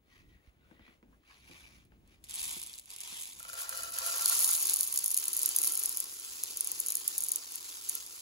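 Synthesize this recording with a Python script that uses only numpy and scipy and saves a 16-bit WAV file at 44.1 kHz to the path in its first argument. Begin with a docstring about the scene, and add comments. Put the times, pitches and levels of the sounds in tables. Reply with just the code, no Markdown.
"""Low room rumble and hum; a hand slides a small plastic bin across a table, then tips in a paper plate of dry rice.
Grains shift on the plate, ring the empty bin, then hiss onto the growing heap; single clear grains tick.
Slips, grains and blows are clicks or noise bursts, shaped by resonances and spectra; the room is noise and sines.
A phone with two microphone ports listens from above: sources are pairs (common part, part differing between ports).
Table levels are relative dB: each player adds its own trim."""
import sys
import numpy as np
from scipy import signal
from scipy.fft import rfft, irfft, next_fast_len
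from scipy.io import wavfile
from scipy.ndimage import uniform_filter1d, map_coordinates

SR = 44100
rng = np.random.default_rng(int(sys.argv[2]) if len(sys.argv) > 2 else 0)


def dump_mix(stems):
    """Bounce the given channels to the path in sys.argv[1] as a 16-bit WAV at rate SR."""
    frames = np.atleast_2d(stems).T  # one column per channel
    limited = np.clip(frames, -1, 1)  # hard clip at full scale
    pcm = np.round(limited * 32767).astype(np.int16)
    wavfile.write(sys.argv[1], SR, pcm)


N = 362061


def amp(db):
    """Gain of a level in dB."""
    return 10 ** (np.asarray(db) / 20)


def unit(x):
    """x at rms 1."""
    return x / np.sqrt(np.mean(x ** 2) + 1e-20)


def ramp(t, start, end):
    """0 before start, 1 after end."""
    return np.clip((t - start) / (end - start), 0, 1)


def along(points, hz):
    """Interpolate (freq_hz, value) points on a log frequency axis."""
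    point_hz, value = np.transpose(points)
    return np.interp(np.log(hz + 1), np.log(point_hz + 1), value)


def curves(rows):
    """One value per sample for each column after the time, held outside the table."""
    time_s, *columns = np.transpose(rows)
    return [np.interp(np.arange(N) / SR, time_s, column) for column in columns]


def wobble(rate_hz, step=64):
    """Smooth random curve with rate_hz random knots a second."""
    at = np.arange(0, N + step, step)
    knots = rng.standard_normal(int(N * rate_hz / SR) + 4)
    return np.interp(np.arange(N), at, map_coordinates(knots, [at * rate_hz / SR]))


def filtered(x, response):
    """x times a complex response of frequency."""
    size = next_fast_len(N + 8192)
    return irfft(rfft(x, size) * response(np.fft.rfftfreq(size, 1 / SR)), size)[..., :N]


def coloured(x, spectrum):
    """x given a (freq_hz, gain_db) spectrum, at rms 1."""
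    return unit(filtered(x, lambda hz: amp(along(spectrum, hz))))


def resonant(x, modes, size=8192):
    """x through (freq_hz, width_hz, gain_db) resonances of alternating sign."""
    hz = np.fft.rfftfreq(size, 1 / SR)
    response = 0
    for k, (centre_hz, width_hz, db) in enumerate(modes):
        damping = 1j * hz * width_hz
        response = response + (-1) ** k * amp(db) * damping / (centre_hz ** 2 - hz ** 2 + damping)
    return signal.oaconvolve(x, irfft(response)[None], axes=1)[:, :x.shape[1]]


def struck(x, spectrum, size=4096):
    """Hits given a minimum-phase colour, so that nothing rings before the blow."""
    cepstrum = irfft(np.log(amp(along(spectrum, np.fft.rfftfreq(size, 1 / SR)))))
    cepstrum[1:size // 2] *= 2
    cepstrum[size // 2 + 1:] = 0
    return signal.oaconvolve(x, irfft(np.exp(rfft(cepstrum)))[None], axes=1)[:, :x.shape[1]]


def bursts(s, db, t60_s, size=256):
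    """A pair of decaying noise bursts per time, equal in energy before gain; size 1 makes clicks."""
    noise = rng.standard_normal((len(s), 2, size))
    noise *= amp(-60 * np.arange(size) / SR / np.reshape(t60_s, (-1, 1, 1)))
    noise *= amp(db)[:, None, None] / np.linalg.norm(noise, axis=2, keepdims=True)
    at = (np.round(s * SR).astype(int)[:, None] + np.arange(size)).ravel()
    return np.array([np.bincount(at, noise[:, k].ravel(), N + size)[:N] for k in range(2)])


def shower(spread_db, t60_s, rows, count):
    """Grains at random moments while a table lasts, few much louder than the rest; locally rms 1."""
    s = rng.uniform(rows[0][0], min(rows[-1][0], (N - 1) / SR), count)
    size_db = spread_db[(s * SR).astype(int)] * np.minimum(rng.exponential(size=count), 3.0)
    x = bursts(s, size_db, t60_s, size=192)
    return x / np.sqrt(np.abs(uniform_filter1d(np.mean(x ** 2, 0), SR // 8)) + 1e-9)


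def patchy(x, depth_db):
    """Random patches of gain in time and frequency, at rms 1."""
    z = signal.stft(x, nperseg=512)[2]
    field = uniform_filter1d(rng.standard_normal(z.shape[1:]), size=3, axis=0)
    field = uniform_filter1d(field, size=5, axis=1)
    return unit(signal.istft(z * amp(depth_db * unit(field)), nperseg=512)[1][:, :x.shape[1]])


POUR_S, POUR_FADE_S = 3.19, 0.54  # first grains leave the plate; crossfade to the bin


def landing(x, on_plate, in_bin):
    """Grains take the plate's colour until the pour starts, then fade to the bin's."""
    falling = ramp(np.arange(N) / SR, POUR_S, POUR_S + POUR_FADE_S)
    return struck((1 - falling) * x, on_plate) + struck(falling * x, in_bin)


# room rumble: time_s, level_db
RUMBLE_LEVEL = [(0, -73), (.1, -69), (.3, -69.5), (.54, -71.5), (.68, -69.5), (.77, -67), (.95, -71),
                (1.02, -74), (1.1, -68), (1.35, -73.5), (1.5, -75), (1.65, -67), (2.67, -67.5), (2.73, -71),
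                (3.05, -77), (3.4, -68.5), (4.0, -72), (4.3, -75), (8.21, -78)]
# spectra of rumble and air hiss: freq_hz, gain_db
RUMBLE_SPECTRUM = [(20, -18), (40, 1.5), (65, 2.5), (110, -5), (200, -6.5), (350, -10), (700, -42)]
AIR_SPECTRUM = [(200, 1.5), (500, 4), (900, -2.5), (1500, -4.5), (2500, -5), (5000, -17), (10000, -14.5),
                (16000, -21)]
HUM_HZ, WHINE_HZ = 59.8, 15624
AIR_WAVER_DB = 2.2


def room():
    """House rumble in lumps, mains hum, faint air hiss, thin electric whine: noise and wavering sines."""
    rumble_db, = curves(RUMBLE_LEVEL)
    t = np.arange(N) / SR
    rumble = amp(2.6 * wobble(8)) * coloured(rng.standard_normal((2, N)), RUMBLE_SPECTRUM)
    hum = amp(-7.5 + 1.4 * wobble(3.5)) * np.sin(2 * np.pi * HUM_HZ * t + 0.46 * wobble(3.16))
    hiss = amp(-77.0 + AIR_WAVER_DB * wobble(13)) * coloured(rng.standard_normal((2, N)), AIR_SPECTRUM)
    whine = amp(-86.0 + 1.4 * wobble(4.9)) * np.sin(2 * np.pi * WHINE_HZ * t + 1.3 * wobble(45))
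    common_only = [[1], [0]]
    return amp(rumble_db) * (rumble + hum * common_only) + hiss + whine * common_only


# strokes of hand and sleeve: start_s, length_s, level_db, bright_db, squeal_db (both re level), squeal_hz
STROKES = [(0.05, 0.22, -69.5, -7.5, -1, 1920), (0.26, 0.16, -77, -7, 6.5, 1930),
           (0.418, 0.095, -76.5, -8, -2, 2100), (0.502, 0.31, -79, -25, 2, 1500),
           (0.701, 0.11, -78.5, -34, 3, 1920), (0.79, 0.16, -67.5, -14, 3.5, 1960),
           (1.227, 0.2, -65.5, -7, -23, 2400), (1.39, 0.33, -63, -1, 1, 2300),
           (1.606, 0.27, -70, -1.5, -1, 2300), (0.9, 0.11, -84, -6, -4, 2100),
           (1.9, 0.084, -81, -18, -5, 2300), (2.047, 0.16, -72, -5, -14, 2300)]
# rubbing spectra, main, bright and low drag: freq_hz, gain_db
CLOTH = [(400, -25), (1300, -10), (1900, -1), (2400, 4), (3000, -2), (3700, -3.5), (5200, -13), (7000, -61)]
CLOTH_HIGH = [(2500, -31), (4000, -7.5), (6000, 1.5), (7800, -6), (9000, 0), (10500, -4.5), (13000, -9),
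              (16000, -12.5)]
CLOTH_LOW = [(200, -1), (500, -7), (1100, 4), (1600, -13), (2200, -58)]
STROKE_EDGE_DB = 17.5  # a stroke's ends lie this far under its middle
DRAG_DB = -7  # low drag re main rub
SQUEAL_WIDTH_HZ = 55


def hand():
    """Skin and cloth rub in clumps of tiny slips; the slips ring the dragged bin's edge."""
    start_s, length_s, db, bright_db, squeal_db, squeal_hz = np.transpose(STROKES)[:, :, None]
    end = round((start_s + 2 * length_s).max() * SR)
    place = 2 * (np.arange(end) / SR - start_s) / length_s - 1  # -1 start, 1 end
    strokes = amp(db - STROKE_EDGE_DB * place ** 2)
    slips = shower(np.full(N, 2.5), 0.057, [(0,), (end / SR,)], count=4000)[:, :end]
    slips = patchy(slips, depth_db=2.5)

    def rubbed(part_db, spectrum):
        return (strokes * amp(part_db)).sum(0) * unit(struck(slips, spectrum))

    rub = rubbed(0, CLOTH) + rubbed(DRAG_DB, CLOTH_LOW) + rubbed(bright_db, CLOTH_HIGH)
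    for gain, hz in zip(strokes * amp(squeal_db - 5.5), squeal_hz[:, 0]):
        rub = rub + gain * unit(resonant(slips, [(hz, SQUEAL_WIDTH_HZ, 0)], size=2048))
    return np.pad(amp(1.0) * rub, ((0, 0), (0, N - end)))


# dull thuds through the house floor: time_s, level_db
THUDS = [(0.2, -60), (0.351, -62), (0.475, -52), (0.75, -60), (0.81, -57), (1.63, -60), (3.36, -60),
         (3.53, -61), (4.0, -57)]
# house floor modes: freq_hz, width_hz, gain_db
FLOOR_MODES = [(48, 24, 0), (75, 40, -2)]


def thuds():
    """Clicks ring the low modes of the house floor."""
    s, db = np.transpose(THUDS)
    return resonant(bursts(s, db + 51.5, 1, size=1), FLOOR_MODES)


# bin and fingers bumping the table: time_s, level_db, bright_db (re level), ring_t60_s
BUMPS = [(0.712, -49, -12, 0.2), (0.794, -50, -13, 0.17), (0.88, -51, -13, 0.098),
         (1.028, -48.5, -17.5, 0.33), (1.496, -45.5, -27, 0.18), (1.92, -53, -14, 0.15),
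         (2.5647, -45.5, -15, .03), (3.123, -52.5, -11, 0.039)]
# table modes: freq_hz, width_hz, gain_db
TABLE_MODES = [(160, 37, 4.5), (248, 104, 5.5), (343.5, 22, 8.5), (470, 57, -3), (890, 70, -7.5),
               (1490, 61, -13)]
# crack of the bin: freq_hz, gain_db
CRACK_SPECTRUM = [(300, -12), (900, 10.5), (1500, 8), (2500, 8), (3500, -5), (5500, -35)]


def bumps():
    """A click and a decaying burst ring the table; shorter bursts crack on the bin."""
    s, db, bright_db, t60_s = np.transpose(BUMPS)
    blow = bursts(s, db + 30.5, 1, size=1) + bursts(s, db + 31, t60_s, size=8192)
    crack = bursts(s, db + bright_db + 23.5, 0.0092, size=1024)
    crack = crack + bursts(s, db + bright_db + 21.5, 0.4 * t60_s, size=4096)
    return resonant(blow, TABLE_MODES) + struck(crack, CRACK_SPECTRUM)


# lid creaks: time_s, level_db, pitch_hz
CREAKS = [(1.126, -63.5, 1060), (1.232, -68, 1130), (1.299, -60, 1080), (1.308, -57.5, 1090)]


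def creaks():
    """The lid creaks: decaying noise rings two modes as short smeared notes."""
    x = np.zeros((2, N))
    size = SR // 10
    for s, db, hz in CREAKS:
        rub = rng.standard_normal((2, size)) * amp(db + 15.5 - 60 * np.arange(size) / SR / 0.1)
        x[:, round(s * SR):][:, :size] += resonant(rub, [(hz, 60, 4), (1.59 * hz, 120, -1)])
    return x


# single clear grain ticks, on the plate, then in the filling bin: time_s, level_db, dull_knock_db (re level)
TICKS = [(1.852, -52, -27), (2.0763, -51, -23.0), (2.241, -33.5, -15), (2.244, -45.0, -14),
         (2.2464, -40, -22.0), (2.287, -37, -20.0), (2.296, -29, -19), (2.301, -35.0, -24.0),
         (2.31, -26.5, -19.0), (2.3413, -23, -24.0), (2.3458, -31, -25.0), (2.3518, -27, -22),
         (2.357, -20.5, -23), (2.3937, -25, -10), (2.4395, -21, -21.0), (2.4424, -22, -22.0),
         (2.4545, -23, -26.0), (2.479, -26, -27.0), (2.4815, -27.0, -31.0), (2.5264, -33, -24.0),
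         (2.5985, -27, -25), (2.6167, -26, -17.0), (2.629, -25, -20), (2.636, -26, -21.0),
         (2.664, -30, -21.0), (2.6722, -30, -15.0), (2.6966, -33, -20.0), (2.7318, -35, -17.0),
         (2.738, -35, -0.5), (2.7493, -37, -19), (2.7796, -39.0, -26.0), (2.781, -32, -22.0),
         (2.7868, -29, -20.0), (2.7964, -28.5, -21), (2.8579, -39.5, -27.0), (2.9041, -29, -18.0),
         (2.914, -34, -11), (2.936, -30.5, -22.0), (2.963, -27, -24.0), (2.9725, -45, -21.0),
         (2.9861, -31, -22.0), (3.0052, -25.5, -17), (3.0095, -34, -22.0), (3.012, -26, -23.0),
         (3.016, -33, -14), (3.0354, -26, -14), (3.0762, -29, -18), (3.1001, -43, -19.0),
         (3.1315, -35, -16.0), (3.256, -30.5, -23.0), (3.262, -37, -24.0), (3.3225, -37.0, -28.0),
         (3.3321, -35, -29), (3.39, -36, -18.0), (3.397, -31.5, -30.0), (3.401, -32, -31),
         (3.4293, -28.5, -22.0), (3.4647, -49, -17.0), (3.4821, -36.5, -28), (3.4844, -33, -19),
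         (3.491, -29, -6), (3.5, -32, -16), (3.5315, -27, -22), (3.5406, -27, -25.0), (3.693, -18, -20),
         (3.774, -23, -28), (3.8343, -23, -28), (3.9228, -31, -31.0), (3.9867, -15.5, -24),
         (4.064, -18.5, -12), (4.073, -19, -23.0), (4.1628, -23, -25), (4.1748, -21, -25),
         (4.1821, -22, -25), (4.2107, -21, -25), (4.2219, -20, -25), (4.2587, -9.5, -10.5),
         (4.28, -16, -14), (4.287, -20, -25), (4.2973, -11, -14), (4.3094, -24, -25), (4.3239, -20, -25),
         (4.3296, -16.5, -29), (4.3444, -20, -24.0), (4.359, -21, -30.0), (4.3845, -22, -26),
         (4.391, -17, -26), (4.4049, -20, -26), (4.4112, -15, -26), (4.424, -20, -26), (4.4268, -17, -26),
         (4.4448, -8.5, -17), (4.45, -18, -26), (4.46, -18, -23), (4.4663, -21, -26), (4.477, -15, -31.0),
         (4.482, -17, -28), (4.4906, -13, -26), (4.505, -16, -28), (4.5111, -13, -32.0),
         (4.5144, -17, -28.0), (4.5272, -20, -28), (4.5328, -12, -22), (4.5393, -16, -28),
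         (4.547, -22, -28), (4.5504, -18, -34.0), (4.5524, -16, -25), (4.5717, -26, -28),
         (4.5832, -24, -28), (4.6045, -25, -30.0), (4.6101, -25, -28), (4.6161, -20, -26.0),
         (4.627, -14.5, -27), (4.6312, -18, -25.0), (4.634, -25, -25.0), (4.655, -19, -20),
         (4.657, -19, -18), (4.67, -14, -21), (4.681, -20, -26), (4.6963, -10.5, -22), (4.7085, -17, -26),
         (4.7112, -22, -24.0), (4.7357, -13, -25), (4.7402, -13, -29), (4.761, -16, -28.0),
         (4.7696, -14, -35.0), (4.79, -18, -22.0), (4.8088, -11, -20), (4.8312, -14.5, -16),
         (4.838, -22, -26), (4.842, -22, -31), (4.875, -20.5, -24), (4.8815, -24, -26),
         (4.9254, -17, -31.0), (4.9412, -20.5, -23.0), (4.96, -16, -27), (4.9753, -11.5, -22),
         (4.983, -35, -22.0), (4.989, -17, -33), (4.992, -18, -18), (5.042, -17, -28.0), (5.044, -20, -27),
         (5.0525, -25, -29.0), (5.0605, -13, -32), (5.0633, -19, -25), (5.0802, -16, -29),
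         (5.1053, -20.0, -25.0), (5.114, -18, -31.0), (5.116, -16, -34.0), (5.1258, -21, -32.0),
         (5.1442, -12.5, -24), (5.1676, -17, -22), (5.175, -10, -21), (5.1765, -19, -27.0),
         (5.1863, -17, -27), (5.199, -21, -30), (5.2007, -24, -30), (5.2406, -20, -33.0),
         (5.2556, -20.5, -30), (5.282, -14, -34), (5.3317, -18.5, -25.0), (5.3359, -21.5, -14),
         (5.3497, -21, -30), (5.3672, -15, -30), (5.3753, -19, -27), (5.392, -18, -36.0),
         (5.4176, -17.5, -24), (5.4252, -19.0, -30.0), (5.432, -14, -28.0), (5.4597, -9, -24),
         (5.4907, -15.5, -30), (5.5625, -10.5, -30), (5.565, -12.5, -26.0), (5.5866, -8.5, -29),
         (5.6172, -15.5, -39.0), (5.6303, -19.0, -30.0), (5.637, -14, -30.0), (5.646, -14, -33.0),
         (5.654, -17, -31.0), (5.6628, -19, -33.0), (5.6738, -12, -24), (5.6775, -16, -12),
         (5.722, -18, -32.0), (5.747, -23, -31.0), (5.754, -18, -25), (5.7752, -16.5, -31.0),
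         (5.793, -22, -37.0), (5.7955, -16, -27.0), (5.8, -22, -30), (5.829, -22, -30),
         (5.8364, -13.5, -34.0), (5.8583, -12.5, -32), (5.894, -18.5, -38), (5.9721, -13, -39),
         (6.0028, -13.5, -35.0), (6.042, -24, -34.0), (6.1986, -28, -33.0), (6.248, -29, -22.0),
         (6.4367, -14.5, -36), (6.5095, -28.5, -10), (6.568, -31.5, -18), (6.572, -17.5, -33.0),
         (6.608, -14, -35.0), (6.6435, -30, -26.0), (6.6461, -20.5, -25.0), (6.6513, -30.5, -22),
         (6.6733, -17.5, -31.0), (6.717, -16.5, -35.0), (6.792, -27, -27.0), (6.799, -21, -28.0),
         (6.802, -13.0, -30.0), (6.8166, -29.0, -30.0), (6.863, -18.5, -32.0), (6.8695, -19, -27.0),
         (6.885, -14.5, -30), (6.904, -16, -31), (6.9068, -22, -32), (6.922, -16.5, -36.0),
         (6.941, -28, -33.0), (6.952, -23, -26.0), (6.954, -14, -31.0), (6.97, -18.5, -18),
         (7.044, -29, -23.0), (7.0768, -32, -20), (7.0786, -10, -29), (7.1808, -13.5, -28),
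         (7.1855, -16.5, -34.0), (7.206, -19, -32.0), (7.212, -24, -34.0), (7.223, -21, -37.0),
         (7.2375, -16, -39), (7.2434, -30, -30.0), (7.247, -21, -35.0), (7.2649, -25, -30),
         (7.2858, -16, -38), (7.2914, -19, -35), (7.3159, -26.0, -22.0), (7.3182, -10.5, -38),
         (7.324, -28.0, -10), (7.3352, -23, -30), (7.359, -14, -37), (7.4913, -40, -32),
         (7.521, -28.5, -28.0), (7.553, -32, -17.0), (7.557, -21, -36.0), (7.6081, -34, -12),
         (7.695, -42, -15), (7.761, -35, -18.0), (7.84, -32, -22.0), (7.89, -19, -32.0), (7.8951, -14, -35),
         (7.953, -17.5, -28.0), (8.064, -30, -13), (8.16, -41, -20.0), (8.1975, -42, -28.0)]
# grain spectra, on the plate, in the bin, dull knock: freq_hz, gain_db
PAPER_SPECTRUM = [(1500, -22.5), (2500, -8), (4000, -10), (6000, -9), (8500, 3.5), (11000, -3.5),
                  (14000, -9), (17000, -16)]
BIN_TICK_SPECTRUM = [(3000, -37.5), (6100, -11), (6450, -11), (6900, -1.5), (7500, -20), (8400, -2),
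                     (9100, 6), (9500, -1), (9900, 2), (10800, -3.5), (11700, 0), (12600, -4.5),
                     (14200, -11.5), (17000, -11.5)]
KNOCK_SPECTRUM = [(800, -81), (2500, -21), (4500, 6.5), (6500, -7), (9000, -51)]
# echoes off table and bin wall: delay_s, gain_db
ECHOES = [(.00072, -7), (.0018, -12)]
ECHO_SCATTER = 0.22  # share by which delays differ with the landing spot
PAPER_SOFTENS_DB = -4.5  # click on the plate re click in the bin
KNOCK_T60_S, NEAR_T60_S, FAR_T60_S = .014, .011, .06  # decay rates; bursts are cut short


def ticks():
    """Each grain: a click, its echoes, a short scattered tail and a duller knock."""
    s, db, knock_db = np.transpose(TICKS)
    spot = 1 + ECHO_SCATTER * rng.standard_normal((len(s), len(ECHOES)))
    clicks = [(s, db)]
    for k, (delay_s, loss_db) in enumerate(ECHOES):
        clicks.append((s + delay_s * spot[:, k], db + loss_db))
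    paper_db = PAPER_SOFTENS_DB * (s < POUR_S)
    snap = sum(bursts(at_s, click_db + 14.0 + paper_db, 1, size=1) for at_s, click_db in clicks)
    tail = bursts(s, db + 8.5, NEAR_T60_S) + bursts(s, db + 4, FAR_T60_S, size=640)
    knock = struck(bursts(s, db + knock_db + 18.0, KNOCK_T60_S), KNOCK_SPECTRUM)
    return landing(snap + tail, PAPER_SPECTRUM, BIN_TICK_SPECTRUM) + knock


# rice in motion, sliding on the plate, then pouring: time_s, stream_db, patter_db
RICE = [(2.2, -113, -92), (2.25, -66, -91), (2.28, -71, -85), (2.3, -58, -85), (2.35, -55, -48.5),
        (2.42, -51, -45.5), (2.47, -51.5, -49.5), (2.53, -52.5, -44), (2.7, -60.5, -64), (2.78, -64.5, -62),
        (2.855, -73.5, -70), (2.875, -66, -86), (2.92, -56, -75), (2.97, -62.5, -85), (3.07, -53, -64),
        (3.22, -54.5, -48), (3.34, -59.5, -63), (3.54, -57, -59), (3.62, -47, -43), (3.67, -54.5, -75),
        (3.72, -49, -51), (3.921, -55, -52), (3.94, -49, -50.5), (4.41, -40.5, -35), (4.59, -47, -40),
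        (4.69, -44, -45), (4.76, -49, -42.5), (5.36, -49.5, -49.5), (5.7, -46.5, -42.5), (5.73, -49, -40.5),
        (6.12, -52.5, -55), (6.45, -53.5, -63), (6.72, -50.5, -54.5), (7.17, -51.5, -54),
        (7.61, -55.5, -66), (7.96, -51.5, -58), (8.21, -57.5, -63)]
# stream spectra, on plate, in bin: freq_hz, gain_db
PLATE_SPECTRUM = [(300, -21), (600, -19.5), (950, -8), (1500, -14), (1900, -10), (2300, -1), (2800, -4.5),
                  (3450, 1), (4300, -5.5), (6000, -5), (8500, -1.5), (12000, -7), (17000, -26)]
STREAM_SPECTRUM = [(150, -55), (350, -13.5), (600, -22.5), (1000, -12), (1800, -13), (2500, -8), (3400, -7),
                   (4200, -5), (4800, -2.5), (5600, -4), (6600, -1.5), (8300, -0.5), (12000, -5.5),
                   (17000, -11)]
LOUD_SPREAD_DB, STREAM_SHARE = 2, .4  # spread of grain loudness; the stream's share of it
SURGE_DB, PATTER_SURGE_DB = 1.2, 2.5  # unevenness in time
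STREAM_PATCH_DB = 2.0  # unevenness of colour
GRAIN_T60_S = .011  # decay rate; bursts are cut short


def rice():
    """A dense stream of grains and a sparser patter of bright ticks."""
    stream_db, patter_db = curves(RICE)
    spread_db = np.full(N, LOUD_SPREAD_DB)
    dense = shower(STREAM_SHARE * spread_db, GRAIN_T60_S, RICE, count=8000)
    dense = patchy(dense, depth_db=STREAM_PATCH_DB)
    stream = unit(landing(dense, PLATE_SPECTRUM, STREAM_SPECTRUM))
    sparse = shower(spread_db, GRAIN_T60_S, RICE, count=3000)
    patter = unit(landing(sparse, PAPER_SPECTRUM, BIN_TICK_SPECTRUM))
    stream_gain = amp(stream_db + 5.5 + SURGE_DB * wobble(13))
    patter_gain = amp(patter_db + 1.5 + PATTER_SURGE_DB * wobble(24))
    return stream_gain * stream + patter_gain * patter


# grains on the bin floor as the heap covers it: time_s, bare_ring_db, hollow_db
DRUM = [(3.385, -82, -82), (3.41, -71, -65), (3.5, -64, -73), (3.56, -56, -63.5), (3.73, -49.5, -58.5),
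        (3.85, -50.5, -67), (3.91, -58, -65), (3.99, -48.5, -59), (4.17, -48.5, -56), (4.3, -54, -52),
        (4.5, -56, -55), (4.65, -67.5, -61.5), (5.05, -73, -73), (5.68, -63.5, -65), (6.2, -71.5, -76),
        (8.21, -73, -72.5)]
# modes of empty bin, air inside it, loaded floor: freq_hz, width_hz, gain_db
BIN_MODES = [(522, 22, -9), (673, 16, -4), (1345, 28, 5), (1385, 36, 4), (1620, 300, -11), (1972, 24, -10),
             (2488, 24, -6), (2960, 80, -10), (4085, 50, -9), (4720, 120, -11)]
HOLLOW_MODES = [(900, 225, 0), (1180, 196, 3)]
HEAP_MODES = [(321, 113, 1), (486, 26, 1.5)]
HEAP_THUD_DB = -21.5  # re stream
HEAP_START_S, HEAP_END_S = 4, 5.4  # heap thud fades in
RING_PATCH_DB = 2.0  # unevenness of the ring's colour


def drumming():
    """Hard grains ring the bin until the heap damps it; soft ones boom in its air and thud on the heap."""
    bare_db, hollow_db = curves(DRUM)
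    with np.errstate(divide="ignore"):  # silent before the heap
        growth_db = 20 * np.log10(ramp(np.arange(N) / SR, HEAP_START_S, HEAP_END_S))
    heap_db = curves(RICE)[0] + HEAP_THUD_DB + growth_db
    hard = patchy(shower(np.full(N, 3), 0.0083, DRUM, count=2600), depth_db=RING_PATCH_DB)
    soft = shower(np.full(N, 2.5), 0.008, DRUM, count=3000)
    layers = [(bare_db - 0.5, hard, BIN_MODES),
              (hollow_db - 2.0, soft, HOLLOW_MODES),
              (heap_db, soft, HEAP_MODES)]
    return sum(amp(db + 1.43 * wobble(14)) * unit(resonant(hits, modes)) for db, hits, modes in layers)


# lone grains on the bare bin floor: time_s, level_db
STRIKES = [(3.4043, -48), (3.4512, -43), (3.4856, -41), (3.4976, -44), (3.533, -38.5), (3.553, -47),
           (3.578, -44), (3.6038, -41), (3.6432, -43), (3.662, -46), (3.6876, -47), (3.7265, -37.5),
           (3.7515, -47), (3.8373, -38), (3.9081, -54), (3.9435, -45), (4.0009, -50), (4.0289, -48),
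           (4.0608, -39), (4.1221, -47), (4.1665, -41), (4.2563, -47)]
# rap on the floor: freq_hz, gain_db
RAP_SPECTRUM = [(500, -28), (1200, 1), (1500, 8), (1900, -6), (3000, -20), (5000, -22), (8000, -40)]
SPOT_DB = 2  # how much each strike favours other modes


def strikes():
    """Each lone grain clicks every bin mode at its own level, with a short noisy rap."""
    s, db = np.transpose(STRIKES)
    spot_db = SPOT_DB * rng.standard_normal((len(s), len(BIN_MODES)))
    x = struck(bursts(s, db + 14.5, 0.0071), RAP_SPECTRUM)
    for k, mode in enumerate(BIN_MODES):
        x = x + resonant(bursts(s, db + 36.5 + spot_db[:, k], 1, size=1), [mode])
    return x


# likeness of the two ports: freq_hz, correlation
ALIKE = [(60, 0.85), (500, 0.68), (1200, 0.88), (2000, 0.34), (3500, 0.62), (5500, 0.14), (6500, 0.66),
         (7500, 0.9), (8500, 1), (11500, 0.83), (13500, 1), (14800, 0.86), (16000, 0.92)]


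def scene():
    """Sum the sources, then mix common and differing parts to the ports' likeness."""
    pair = rice() + drumming() + strikes() + ticks() + hand() + bumps() + creaks() + room() + thuds()

    def weights(hz):
        angle = np.arccos(np.clip(along(ALIKE, hz), -1, 1)) / 2
        return np.array([np.cos(angle), np.sin(angle)])

    common, other = filtered(pair, weights)
    return np.array([common + other, common - other])


# overall treble limit of the sound: freq_hz, gain_db
TREBLE_LIMIT = [(20, 1.5), (15700, 2), (16000, -14), (16600, -56), (17100, -42)]
# phase by which left leads: freq_hz, lead_rad
LEAD = [(0, 0), (2000, np.pi), (4500, 2 * np.pi), (6200, 2 * np.pi), (8550, np.pi), (11000, 0),
        (13300, -np.pi), (15600, -2 * np.pi)]
# left over right: freq_hz, gain_db
LOUDER = [(60, -0.5), (130, 1), (290, 0.5), (640, 4.5), (1410, 4), (3100, 0), (6820, -1), (15000, 1)]
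TOP_HZ = 17140


def record(dry):
    """Treble limit, phase and level step between the ports, band limit."""
    half = np.array([[.5], [-.5]])

    def response(hz):
        level = amp(half * along(LOUDER, hz))
        phase = np.exp(1j * half * np.interp(hz, *np.transpose(LEAD)))
        return level * phase * amp(along(TREBLE_LIMIT, hz)) * (hz < TOP_HZ)

    return filtered(dry, response)


dry = scene()
out = record(dry)
dump_mix(out)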